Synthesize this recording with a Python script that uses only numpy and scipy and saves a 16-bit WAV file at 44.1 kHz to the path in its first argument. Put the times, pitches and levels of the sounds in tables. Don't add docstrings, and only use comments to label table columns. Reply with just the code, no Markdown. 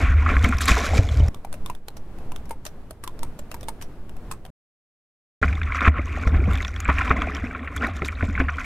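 import sys
import numpy as np
from scipy import signal
from scipy.fft import rfft, irfft
from scipy.io import wavfile
from scipy.ndimage import uniform_filter1d, minimum_filter1d

SR = 44100
rng = np.random.default_rng(int(sys.argv[2]) if len(sys.argv) > 2 else 0)


def store_wav(level_fs):
    pcm = np.round(np.clip(np.atleast_2d(level_fs), -1, 1) * 32767)
    wavfile.write(sys.argv[1], SR, pcm.T.astype(np.int16))


N = 381453
TIME = np.arange(N) / SR

RIDE, TYPING, PADDLE = (0, 1.289), (1.289, 4.503), (5.416, 8.66)  # (from s, to s)


def amp(db):
    return 10 ** (np.asarray(db) / 20)


def evened(x):
    return x / np.sqrt(np.mean(x ** 2) + 1e-20)


def peaked(x):
    return x / (abs(x).max() + 1e-20)


def steadied(x, seconds):
    size = max(int(seconds * SR), 8)
    power = uniform_filter1d(uniform_filter1d(x ** 2, size), size)
    return x / np.sqrt(abs(power) + 1e-12)


def read(points, hz):
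    f, value = np.transpose(points)
    return np.interp(np.log(hz + 1), np.log(f + 1), value)


def add(mix, s, sound):
    part = mix[..., max(round(s * SR), 0):][..., :sound.shape[-1]]
    part += sound[..., :part.shape[-1]]


def ring_of(points, size=8192):
    hz = abs(np.fft.fftfreq(size, 1 / SR)) + 1
    octaves_out = abs(np.log2(hz / np.clip(hz, points[0][0], points[-1][0])))
    level_db = np.maximum(read(points, hz) - 30 * octaves_out, -100)
    log_gain = np.log(amp(level_db))
    return np.fft.ifft(np.exp(np.conj(signal.hilbert(log_gain)))).real[:size // 2]


def coloured(x, points):
    return signal.oaconvolve(x, ring_of(points))[:len(x)]


def rung(force, ring):
    answer = signal.fftconvolve(force, ring[None], axes=1)
    return evened(answer[:, :force.shape[1]])


def shot(span):
    return uniform_filter1d(1. * ((TIME >= span[0]) & (TIME < span[1])), size=64)


def wander(per_s, depth_db):
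    return amp(depth_db * np.interp(TIME * per_s, np.arange(N), rng.standard_normal(N)))


def struck(modes, t, detune):
    out = 0
    for hz, db, t60 in modes:
        shifted_hz = hz * (1 + detune * rng.uniform(-0.55, 1))
        out = out + amp(db - 60 * t / t60) * np.sin(2 * np.pi * shifted_hz * t)
    return out


def bubble(hz, cycles, glide=0.024):
    age = np.arange(int(5 * cycles * SR / hz) + 4) * hz / SR / cycles
    fade = (1 - np.exp(-age * cycles)) * np.exp(-age)
    return fade * np.sin(2 * np.pi * cycles * age * (1 + glide * age / 2))


def bubbles(lo_hz, hi_hz, cycles, per_s, spread_db, wash, count=24):
    chance, kind = rng.random(N), rng.integers(0, count, N)
    size = np.minimum(rng.exponential(1, N), 4)
    born, out = np.flatnonzero(chance < per_s / SR), np.zeros(N)
    pitches = np.geomspace(lo_hz, hi_hz, count)
    shapes = [bubble(hz, cycles) * np.sqrt(hz / lo_hz) for hz in pitches]
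    for at in born:
        sign = (-1) ** at
        add(out, at / SR, shapes[kind[at]] * amp(spread_db * size[at]) * sign)
    return evened(out) + wash * rng.standard_normal(N)


def patter(per_s, spread_db):
    size = amp(spread_db * np.minimum(rng.exponential(1, N), 4))
    sign = np.sign(rng.standard_normal(N))
    return evened(size * sign * (rng.random(N) < per_s / SR))


SURGE_CURVE = 1.1


def swell(crest_s, rise_s, fall_s):
    age = TIME - crest_s
    widths = np.maximum(-age / max(rise_s, .002), age / max(fall_s, .002))
    gain, near = np.zeros(N), widths < 8
    gain[near] = np.exp(-widths[near] ** SURGE_CURVE)
    return gain


# (t/s, buffeting of the board level/dB, gurgle under it level/dB, slosh on the case level/dB, spray level/dB)
RIDE_FLOW = [(0, -21, -23, -31.5, -41.5), (0.05, -12, -37, -26.5, -49), (0.17, -13.5, -38, -34.5, -59),
             (0.39, -20, -36, -36.5, -51), (0.57, -23, -39.5, -38, -55), (0.66, -19, -34, -35.5, -39),
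             (0.85, -23.5, -35, -27, -34.5), (0.95, -15.5, -32, -37, -48.5),
             (1.07, -20.5, -39.5, -43.5, -47.5), (1.22, -12, -37.5, -41.5, -47.5),
             (1.28, -19.5, -37, -49.5, -56)]
PADDLE_FLOW = [(5.42, -15.5, -34, -38.5, -49.5), (5.59, -26, -40, -39.5, -60), (5.8, -26, -44, -28.5, -63),
               (5.91, -23, -45, -54, -80), (6.05, -26, -42, -40, -58.5), (6.23, -29, -35, -32.5, -54),
               (6.33, -17, -37.5, -48, -78), (6.52, -17.5, -34, -32.5, -50.5), (6.7, -29, -43, -43, -57),
               (6.83, -30, -42.5, -40.5, -61), (6.95, -18, -39, -32, -52), (7.17, -26, -28.5, -32, -61),
               (7.4, -28, -37.5, -36, -56.5), (7.61, -35.5, -37, -40, -68.5), (7.75, -27.5, -41, -41, -66),
               (8.1, -30.5, -42, -40, -58), (8.45, -25.5, -38.5, -41.5, -65),
               (8.65, -36.5, -41.5, -33.5, -49)]
# (crest t/s, rise t/s, fall t/s, gurgle level/dB, slosh level/dB, spray level/dB)
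SURGES = [(0.031, 0.014, 0.013, -28.5, -38, -58), (0.32, 0.063, 0.044, -26.5, -24, -47),
          (0.448, 0.021, 0.055, -25, -26.5, -37), (0.612, 0.0041, 0.03, -38, -32, -30.5),
          (0.688, 0.0083, 0.034, -25.5, -15, -22.5), (0.779, .012, 0.048, -28.5, -29, -40),
          (0.98, 0.044, 0.013, -29.5, -30.5, -33), (5.758, .025, .018, -40.5, -27.5, -44.5),
          (5.823, 0.012, 0.027, -25.5, -25, -44), (5.882, 0.021, 0.0044, -20, -11.5, -37.5),
          (5.98, 0.046, 0.024, -32, -27, -68), (6.18, .015, .025, -35, -42, -62),
          (6.276, 0.014, 0.0092, -35, -36, -43.5), (6.345, 0.031, 0.059, -30, -32, -58),
          (6.505, 0.029, .04, -33.5, -33, -62), (6.897, .02, 0.0099, -35, -17.5, -45.5),
          (6.985, 0.033, 0.21, -53, -29, -48.5), (7.766, .004, 0.022, -45, -38, -42.5),
          (7.835, 0.032, 0.047, -25, -26, -48.5), (7.96, 0.013, 0.023, -41, -52, -46.5),
          (8.055, 0.0041, 0.015, -50, -42, -38), (8.26, 0.04, 0.064, -48, -41, -53),
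          (8.402, 0.01, 0.013, -29, -26, -48)]
GULP_RISE_S, GULP_FALL_S = .003, 0.016


def water():
    s, *columns = np.transpose(list(RIDE_FLOW) + list(PADDLE_FLOW))
    power = np.array([amp(np.interp(TIME, s, c)) for c in columns]) ** 2
    for crest_s, rise_s, fall_s, *levels_db in SURGES:
        power[1:] += np.outer(amp(levels_db) ** 2, swell(crest_s, rise_s, fall_s) ** 2)
    for s, *_, gulp_db in BLOWS:
        gulp = swell(s + GULP_RISE_S, GULP_RISE_S, GULP_FALL_S)
        power[1] += (amp(gulp_db) * gulp) ** 2
    return np.sqrt(power)


# (f/Hz, level/dB)
RUMBLE = [(15, -16), (25, -5.5), (45, -5), (62, 3), (76, 7.5), (90, -1.5), (120, -21.5), (170, -28.5)]
DRUM = [(110, -10), (145, -2), (175, -1), (210, -7.5)]
GURGLE = [(110, -14.5), (150, -5), (200, -6), (235, -2.5), (262, 3.5), (300, -5.5), (400, -11), (520, -23)]
CHURN = [(330, -15.5), (430, 2.5), (520, -2), (680, 1.5), (790, -2), (900, -10), (1050, -11)]
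SUNK, CHURNING = (.92, 1.34), (0.764, 1.34)
CHURN_SUNK_DB, CHURN_POWER = 7, 1.162
HEAVE_PER_S, HEAVE_DB = 14, 2.5
DRUM_DB, DRUM_POWER = -10, 1.61


def under_board(buffet, gurgle):
    churn = amp(CHURN_SUNK_DB * shot(CHURNING)) * gurgle ** CHURN_POWER
    buffet = buffet * wander(per_s=HEAVE_PER_S, depth_db=HEAVE_DB)
    rumble = steadied(coloured(rng.standard_normal(N), RUMBLE), seconds=.04)
    sunk_spectrum = [(85, -1), (110, 14.5), (140, -2), (165, -19.0), (200, -32.5)]
    sunk = steadied(coloured(rng.standard_normal(N), sunk_spectrum), seconds=0.079)
    rumble += amp(-9.5) * sunk * uniform_filter1d(shot(SUNK), size=2048)
    drum = evened(coloured(rng.standard_normal(N), DRUM))
    rumble += amp(DRUM_DB) * shot(PADDLE) * buffet ** (DRUM_POWER - 1) * drum
    large = coloured(bubbles(150, 420, cycles=2.9, per_s=160, spread_db=1.0, wash=1.3), GURGLE)
    small = coloured(bubbles(400, 1000, cycles=3.8, per_s=400, spread_db=6.0, wash=4.7), CHURN)
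    out = amp(-1.0) * buffet * rumble
    out += amp(-3.0) * gurgle * steadied(large, seconds=0.087)
    return out + amp(-3.0) * churn * steadied(small, seconds=0.023)


# (f/Hz, level/dB)
CASE = [(470, -21.5), (780, -6), (890, -18.5), (1000, -3), (1090, 2), (1200, -2), (1400, 2.5), (1610, -2.5),
        (2000, -0.5), (2400, 0.5), (2650, -7.5), (3000, -15.5), (3550, -18), (4500, -32.5)]
SPRAY = [(1800, -11), (3000, 0), (3700, 2), (4500, -3.5), (6000, -1.5), (7400, -4.5), (8600, -13),
         (11800, -14.5), (13000, -20), (15200, -26), (16000, -40)]
MIST = [(5000, -25.5), (7500, 6), (9000, 0), (11600, 1), (13000, -6), (15200, -9.5), (16000, -22)]
MIST_DB, MIST_POWER, MIST_RIDE_DB = -55.5, 0.21, 4.5


def over_case(slosh, spray):
    mist = amp(MIST_DB + MIST_RIDE_DB * shot(RIDE)) * spray ** MIST_POWER
    lumps = wander(per_s=40, depth_db=3.5)
    rush = 1 + 1.3 * shot(RIDE)
    wet = bubbles(950, 3800, cycles=4.4, per_s=700, spread_db=4.5, wash=1.5 * rush, count=48)
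    wet = coloured(wet, CASE)
    ticks = 2.3 * patter(per_s=760, spread_db=5.0)
    fizz = bubbles(3000, 9000, cycles=6.7, per_s=520, spread_db=4.6, wash=0.86 * rush, count=48)
    fizz = coloured(ticks + fizz, SPRAY)
    fine = np.array([evened(coloured(rng.standard_normal(N), MIST)) for _ in range(2)]) * lumps
    middle = amp(-1.0) * slosh * steadied(wet * lumps, seconds=0.046)
    middle += spray * steadied(fizz * lumps, seconds=.05)
    sides = fine[0] + .45 * fine[1] * np.array([[1], [-1]])
    return middle + amp(-6.5) * mist * sides


# (t/s, boom level/dB, hollow knock level/dB, boom f/Hz, gulp of trapped air level/dB)
BLOWS = [(0.04, -9, -38, 71, -37), (0.107, -6.5, -44, 70, -43.5), (0.55, -11, -43, 60, -38),
         (0.367, -5.5, -38, 67, -32), (0.444, -4, -30, 70, -36), (0.712, -3, -25, 58, -22.5),
         (0.99, -1.5, -21.5, 90, -29), (1.202, -5, -31, 102, -34), (1.226, -11, -57.5, 89.9, -41),
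         (5.424, -15, -39, 75, -19.5), (5.877, -0.5, -23, 76, -23), (5.987, -13.5, -35, 77, -28),
         (6.269, -5, -37, 62, -22), (6.473, -8, -32, 73, -25), (6.886, -10, -30, 64, -17.5),
         (7.107, -7, -16, 74.5, -18), (7.439, -39, -36, 76, -30), (8.019, -21, -34, 103, -21),
         (8.226, -11, -28, 81, -21.5), (8.401, -14, -11, 68.4, -20.5)]
# (f/Hz, level/dB, time to fall 60 dB t/s)
BOARD = [(140, -5, 0.055), (180, -7, 0.05), (266, 6, 0.16), (341, -8, .03), (560, -12.5, .025),
         (690, -6, 0.022)]


def blows():
    out, t = np.zeros(N), np.arange(SR // 4) / SR
    for s, boom_db, knock_db, hz, _ in BLOWS:
        boom = struck([(hz, 0, .12)], t, detune=.01)
        knock = struck(BOARD, t, detune=.04)
        add(out, s, -amp(boom_db - 2) * peaked(boom) - amp(knock_db - 1.5) * peaked(knock))
    return out


# (t/s, level/dB before the mix, trapped air f/Hz, fade t/s of the small pockets)
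SLAPS = [(0.2612, -9, 1190, 0.014), (0.2896, -10.5, 1270, 0.028), (0.3668, -9, 1580, 0.0027),
         (0.446, -7.5, 2040, 0.01), (0.524, -14, 1350, 0.0074), (0.5316, -14.5, 1140, 0.0065),
         (0.606, -16, 1610, 0.018), (0.681, -9, 2300, 0.013), (0.718, -8.5, 2440, 0.011),
         (0.768, -12.5, 930, 0.0057), (0.9787, -14, 2340, 0.0066), (5.4277, -2, 1394, 0.0095),
         (5.4795, -18, 2270, 0.012), (5.527, -19.5, 2340, 0.0098), (5.6143, -15, 1490, 0.004),
         (5.721, -15, 2200, 0.0045), (5.7466, -13, 1220, 0.013), (5.806, -13.5, 1170, 0.0059),
         (5.8162, -7, 1340, 0.022), (5.852, -8, 1240, 0.0082), (5.863, -6, 1190, 0.0054),
         (5.8764, -0.5, 1270, 0.0028), (6.2726, -15, 1280, 0.0031), (6.604, -18.5, 2060, 0.0054),
         (6.763, -24, 1510, 0.0046), (6.853, -16.5, 2310, 0.0079), (6.8873, -8.5, 940, 0.0079),
         (6.8982, -7.5, 1120, 0.011), (6.9843, -12, 2650, 0.0036), (7.0104, -8.5, 1350, 0.0086),
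         (7.104, -4, 1090, 0.014), (7.1113, -4, 1190, 0.0058), (7.218, -13.5, 1174, 0.0091),
         (7.5474, -17.5, 1310, 0.0078), (7.6743, -17.5, 1920, 0.008), (7.764, -19, 1480, 0.0071),
         (7.8223, -11.5, 1350, 0.022), (7.845, -12, 1840, 0.011), (8.0197, -11.5, 1270, 0.0011),
         (8.085, -16.5, 2210, 0.0099), (8.2079, -17, 1410, 0.006), (8.2254, -18, 2070, 0.0027),
         (8.3521, -18, 2140, 0.0084), (8.3767, -14, 1450, 0.01), (8.401, -9, 1570, 0.012),
         (8.484, -13, 1660, 0.0039), (8.491, -11, 1390, 0.0046), (8.583, -15, 1430, 0.029)]


def slaps():
    out, case, t = np.zeros(N), ring_of(CASE), np.arange(4096) / SR
    for s, db, hz, length in SLAPS:
        fade = np.exp(-t / max(length, 1e-3)) * (1 - np.exp(-t / 0.00065))
        clump = rng.standard_normal(len(t)) ** 3 * fade
        clump = coloured(clump, [(0.45 * hz, -5), (hz, 0), (2 * hz, -5), (4 * hz, -9)])
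        clump = signal.fftconvolve(clump, case)
        pocket = signal.fftconvolve(bubble(hz, cycles=3.1), case)
        add(out, s, amp(db + 11.5) * clump / np.linalg.norm(clump))
        add(out, s, amp(db + 12.5) * pocket / np.linalg.norm(pocket))
    return out


# (t/s, level/dB before the mix, f/Hz)
PLOPS = [(0.462, -3.5, 233), (0.491, -6, 217), (0.934, -5.5, 700), (0.973, -37, 186), (5.444, -31, 188),
         (6.174, -12.5, 660), (6.337, -11.5, 296), (6.392, -11.5, 310), (6.418, -15, 360),
         (6.476, -6.5, 184), (6.889, -18, 240), (7.272, -9.5, 620), (7.436, -10, 217), (7.613, -20, 226),
         (7.887, -14, 645), (8.021, -13.5, 322), (8.283, -10, 203), (8.299, -14, 246)]


def plops():
    out = np.zeros(N)
    for s, db, hz in PLOPS:
        add(out, s, amp(db - 12.0) * peaked(bubble(hz, cycles=1.7, glide=.07)))
    return out


# (t/s, level/dB, f/Hz, bright tick level/dB)
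DROPS = [(0.444, -21, 3140, -36), (0.4887, -28, 8140, -39), (0.569, -33, 3560, -45),
         (0.584, -23, 5500, -42), (0.6073, -26, 3700, -36), (0.615, -33, 3470, -30),
         (0.6408, -27, 3900, -41), (0.6558, -22, 7350, -30), (0.679, -19, 4200, -28),
         (0.6844, -24, 4800, -34), (1.0888, -26.5, 3380, -60), (1.2825, -30.5, 5450, -44.5),
         (5.553, -34.5, 3500, -67), (5.6326, -31.5, 3500, -65), (5.8069, -27, 3560, -74),
         (6.0564, -38, 6300, -59), (6.512, -37, 2940, -53), (6.533, -34, 3560, -45),
         (6.554, -28, 3470, -58), (6.5742, -32, 3450, -48), (6.6213, -32, 6540, -52),
         (6.627, -28, 3620, -59), (6.648, -21.5, 3460, -56), (6.6802, -28, 5700, -62),
         (6.7621, -29.5, 3320, -63), (6.8024, -23.5, 6700, -43), (7.0957, -30, 3620, -62),
         (7.219, -25.5, 3280, -59), (7.3492, -27.5, 5500, -60), (7.3666, -29, 3100, -62),
         (7.7633, -31, 6600, -41), (7.8683, -32.5, 3880, -47.5), (8.0473, -27.5, 3730, -45),
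         (8.0594, -36, 3980, -50), (8.081, -35, 3100, -42), (8.5982, -35, 6200, -59)]


def drops():
    out, t = np.zeros(N), np.arange(1024) / SR
    for s, db, hz, tick_db in DROPS:
        burst = rng.standard_normal(len(t)) * np.exp(-t / 0.0028) * (1 - np.exp(-t / 0.00068))
        add(out, s, amp(db - 0.5) * peaked(bubble(hz, cycles=6.8, glide=0.012)))
        add(out, s, amp(db - 9) * peaked(coloured(burst, SPRAY)))
        add(out, s, amp(db + 1) * peaked(coloured(burst, CASE)))
        add(out, s, amp(tick_db + 8.5) * peaked(coloured(burst, MIST)))
    return out


def drips(spray):
    rings = bubbles(2500, 7400, cycles=11, per_s=24, spread_db=5.0, wash=0, count=40)
    return amp(-21) * spray ** 0.74 * rings


# (t/s,
# click level/dB, thock of the key bed level/dB, thock f/Hz, cap f/Hz, rattle fade t/s)
KEYS = [(1.3452, -33.5, -39.5, 980, 3530, 0.00083), (1.448, -33.5, -34.5, 806, 2360, 0.0026),
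        (1.5273, -28.5, -41.5, 925, 9360, 0.0038), (1.5394, -32, -41, 597, 2670, 0.007),
        (1.661, -27.5, -39, 1050, 3720, 0.00096), (1.699, -29, -30, 994, 2560, 0.0023),
        (1.75, -37.5, -46, 630, 3560, 0.0035), (1.883, -27, -38, 800, 4160, 0.0029),
        (1.967, -34, -48.5, 626, 5700, 0.0065), (2.186, -42.5, -48.5, 729, 2670, 0.0031),
        (2.319, -32.5, -35, 993, 2700, 0.0037), (2.361, -29, -45, 1020, 3500, 0.0013),
        (2.455, -43.5, -61, 600, 5700, 0.0038), (2.493, -38, -60, 620, 9790, 0.0043),
        (2.5084, -29.5, -28.5, 910, 8800, 0.0069), (2.6525, -27.5, -44, 810, 6940, 0.0044),
        (2.663, -25, -40, 597, 5750, 0.0076), (2.9083, -31.5, -39.5, 650, 9200, 0.0033),
        (3.038, -26, -34, 1140, 10100, 0.005), (3.076, -26, -34, 1010, 3550, 0.0023),
        (3.1916, -36.5, -54, 610, 5500, 0.00081), (3.231, -25, -31.5, 954, 8640, 0.0032),
        (3.39, -31.5, -40.5, 590, 7460, 0.0057), (3.515, -26.5, -38, 630, 2780, 0.0032),
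        (3.543, -27.5, -36, 960, 12600, 0.0034), (3.6091, -37, -54, 830, 5670, 0.0044),
        (3.6301, -33.5, -42.5, 596, 3520, 0.0076), (3.6844, -22, -29.5, 900, 8900, 0.0047),
        (3.813, -31.5, -58, 600, 3160, 0.0092), (3.823, -30, -57, 622, 5800, 0.0092),
        (4.094, -39, -57, 1110, 3000, 0.0024), (4.1658, -42.5, -49, 760, 2660, 0.0031),
        (4.313, -23.5, -29, 1095, 8200, 0.008), (4.451, -36.5, -42, 667, 3210, 0.0043),
        (4.463, -42, -41.5, 872, 3090, 0.0041)]
# (multiple of the thock f, level/dB, time to fall 60 dB t/s)
KEY_BED = [(.63, -18, 0.061), (1.002, 10.5, 0.035), (1.14, -4, 0.068), (1.37, -8.5, 0.063),
           (1.7, 1, 0.0033), (2.4, -5.5, 0.013)]
# (f/Hz, level/dB)
KEY_CLICK = [(500, 8), (1200, 15), (2200, 6.5), (4000, 5.5), (7000, 2.5), (9500, 5.5), (11300, -2),
             (12800, 4.5), (14000, -3), (15200, 2), (16200, -52)]


def keys():
    out, t, click_ring = np.zeros((2, N)), np.arange(SR // 5) / SR, ring_of(KEY_CLICK)
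    for s, click_db, thock_db, thock_hz, cap_hz, length in KEYS:
        fade = np.exp(-t / max(length, .001))
        fade += amp(-24.0) * np.exp(-t / 0.0095) + amp(-30) * np.exp(-t / 0.038)
        grit = amp(3.1 * np.interp(t * 700, np.arange(len(t)), rng.standard_normal(len(t))))
        noise = rng.standard_normal((2, len(t))) + 0.59 * rng.standard_normal(len(t))
        rattle = noise * fade * grit * (1 - np.exp(-t / 0.0003))
        cap = struck([(cap_hz, 0, .007)], t, detune=0.018)
        click = rung(rattle, click_ring) + 0.41 * rung(rattle, cap)
        bed = struck([(k * thock_hz, db, t60) for k, db, t60 in KEY_BED], t, detune=0.026)
        thud = rung(rattle.mean(0)[None], bed * np.exp(-t / 0.0075))
        thock = 0.72 * evened(bed) + 0.75 * thud
        add(out, s, amp(click_db - 24.0) * click + amp(thock_db - 14.5) * thock)
        lead_in = rung(rng.standard_normal((2, len(t))), click_ring)[:, :SR // 50]
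        lead_in = lead_in * np.linspace(0, 1, SR // 50) ** 1.8
        add(out, s - lead_in.shape[1] / SR, amp(click_db - 28) * lead_in)
        settle = amp(click_db - 47.5) * click + amp(thock_db - 29.5) * thock
        add(out, s + rng.uniform(0.014, 0.026), settle)
    return out


# (f/Hz, level/dB)
ROOM = [(10, 13), (20, -5.5), (35, -4.5), (65, -6), (110, -11), (250, -16.5), (500, -22.5), (900, -29),
        (1500, -35), (3000, -44), (6000, -52), (13000, -53.5), (16000, -61)]
# (f/Hz, likeness, where 1 is the same)
ROOM_SAME = [(60, .99), (640, 0.98), (1400, 0.78), (3100, 0.11), (7000, 0.056)]


def room():
    hz = np.fft.rfftfreq(N, 1 / SR)
    a, b = rfft(rng.standard_normal((2, N)))
    same = np.clip(read(ROOM_SAME, hz), -1, 1)
    sides = np.array([a, same * a + np.sqrt(1 - same ** 2) * b])
    air = irfft(sides * amp(read(ROOM, hz)), N)
    return amp(-31.5) * evened(air) * wander(per_s=7.7, depth_db=-3.0)


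def scene():
    buffet, gurgle, slosh, spray = water()
    sea = under_board(buffet, gurgle) + over_case(slosh, spray)
    sea = sea + blows() + slaps() + plops() + drops() + drips(spray)
    return sea * (shot(RIDE) + shot(PADDLE)) + (keys() + room()) * shot(TYPING)


def record(dry):
    headroom = .95 / np.maximum(abs(dry).max(0), .95)
    gain = uniform_filter1d(minimum_filter1d(headroom, size=200), size=200)
    low_pass = signal.firwin(511, 16200, window=("kaiser", 9), fs=SR)
    return signal.oaconvolve(dry * gain, low_pass[None], "same")


dry = scene()
out = record(dry)
store_wav(out)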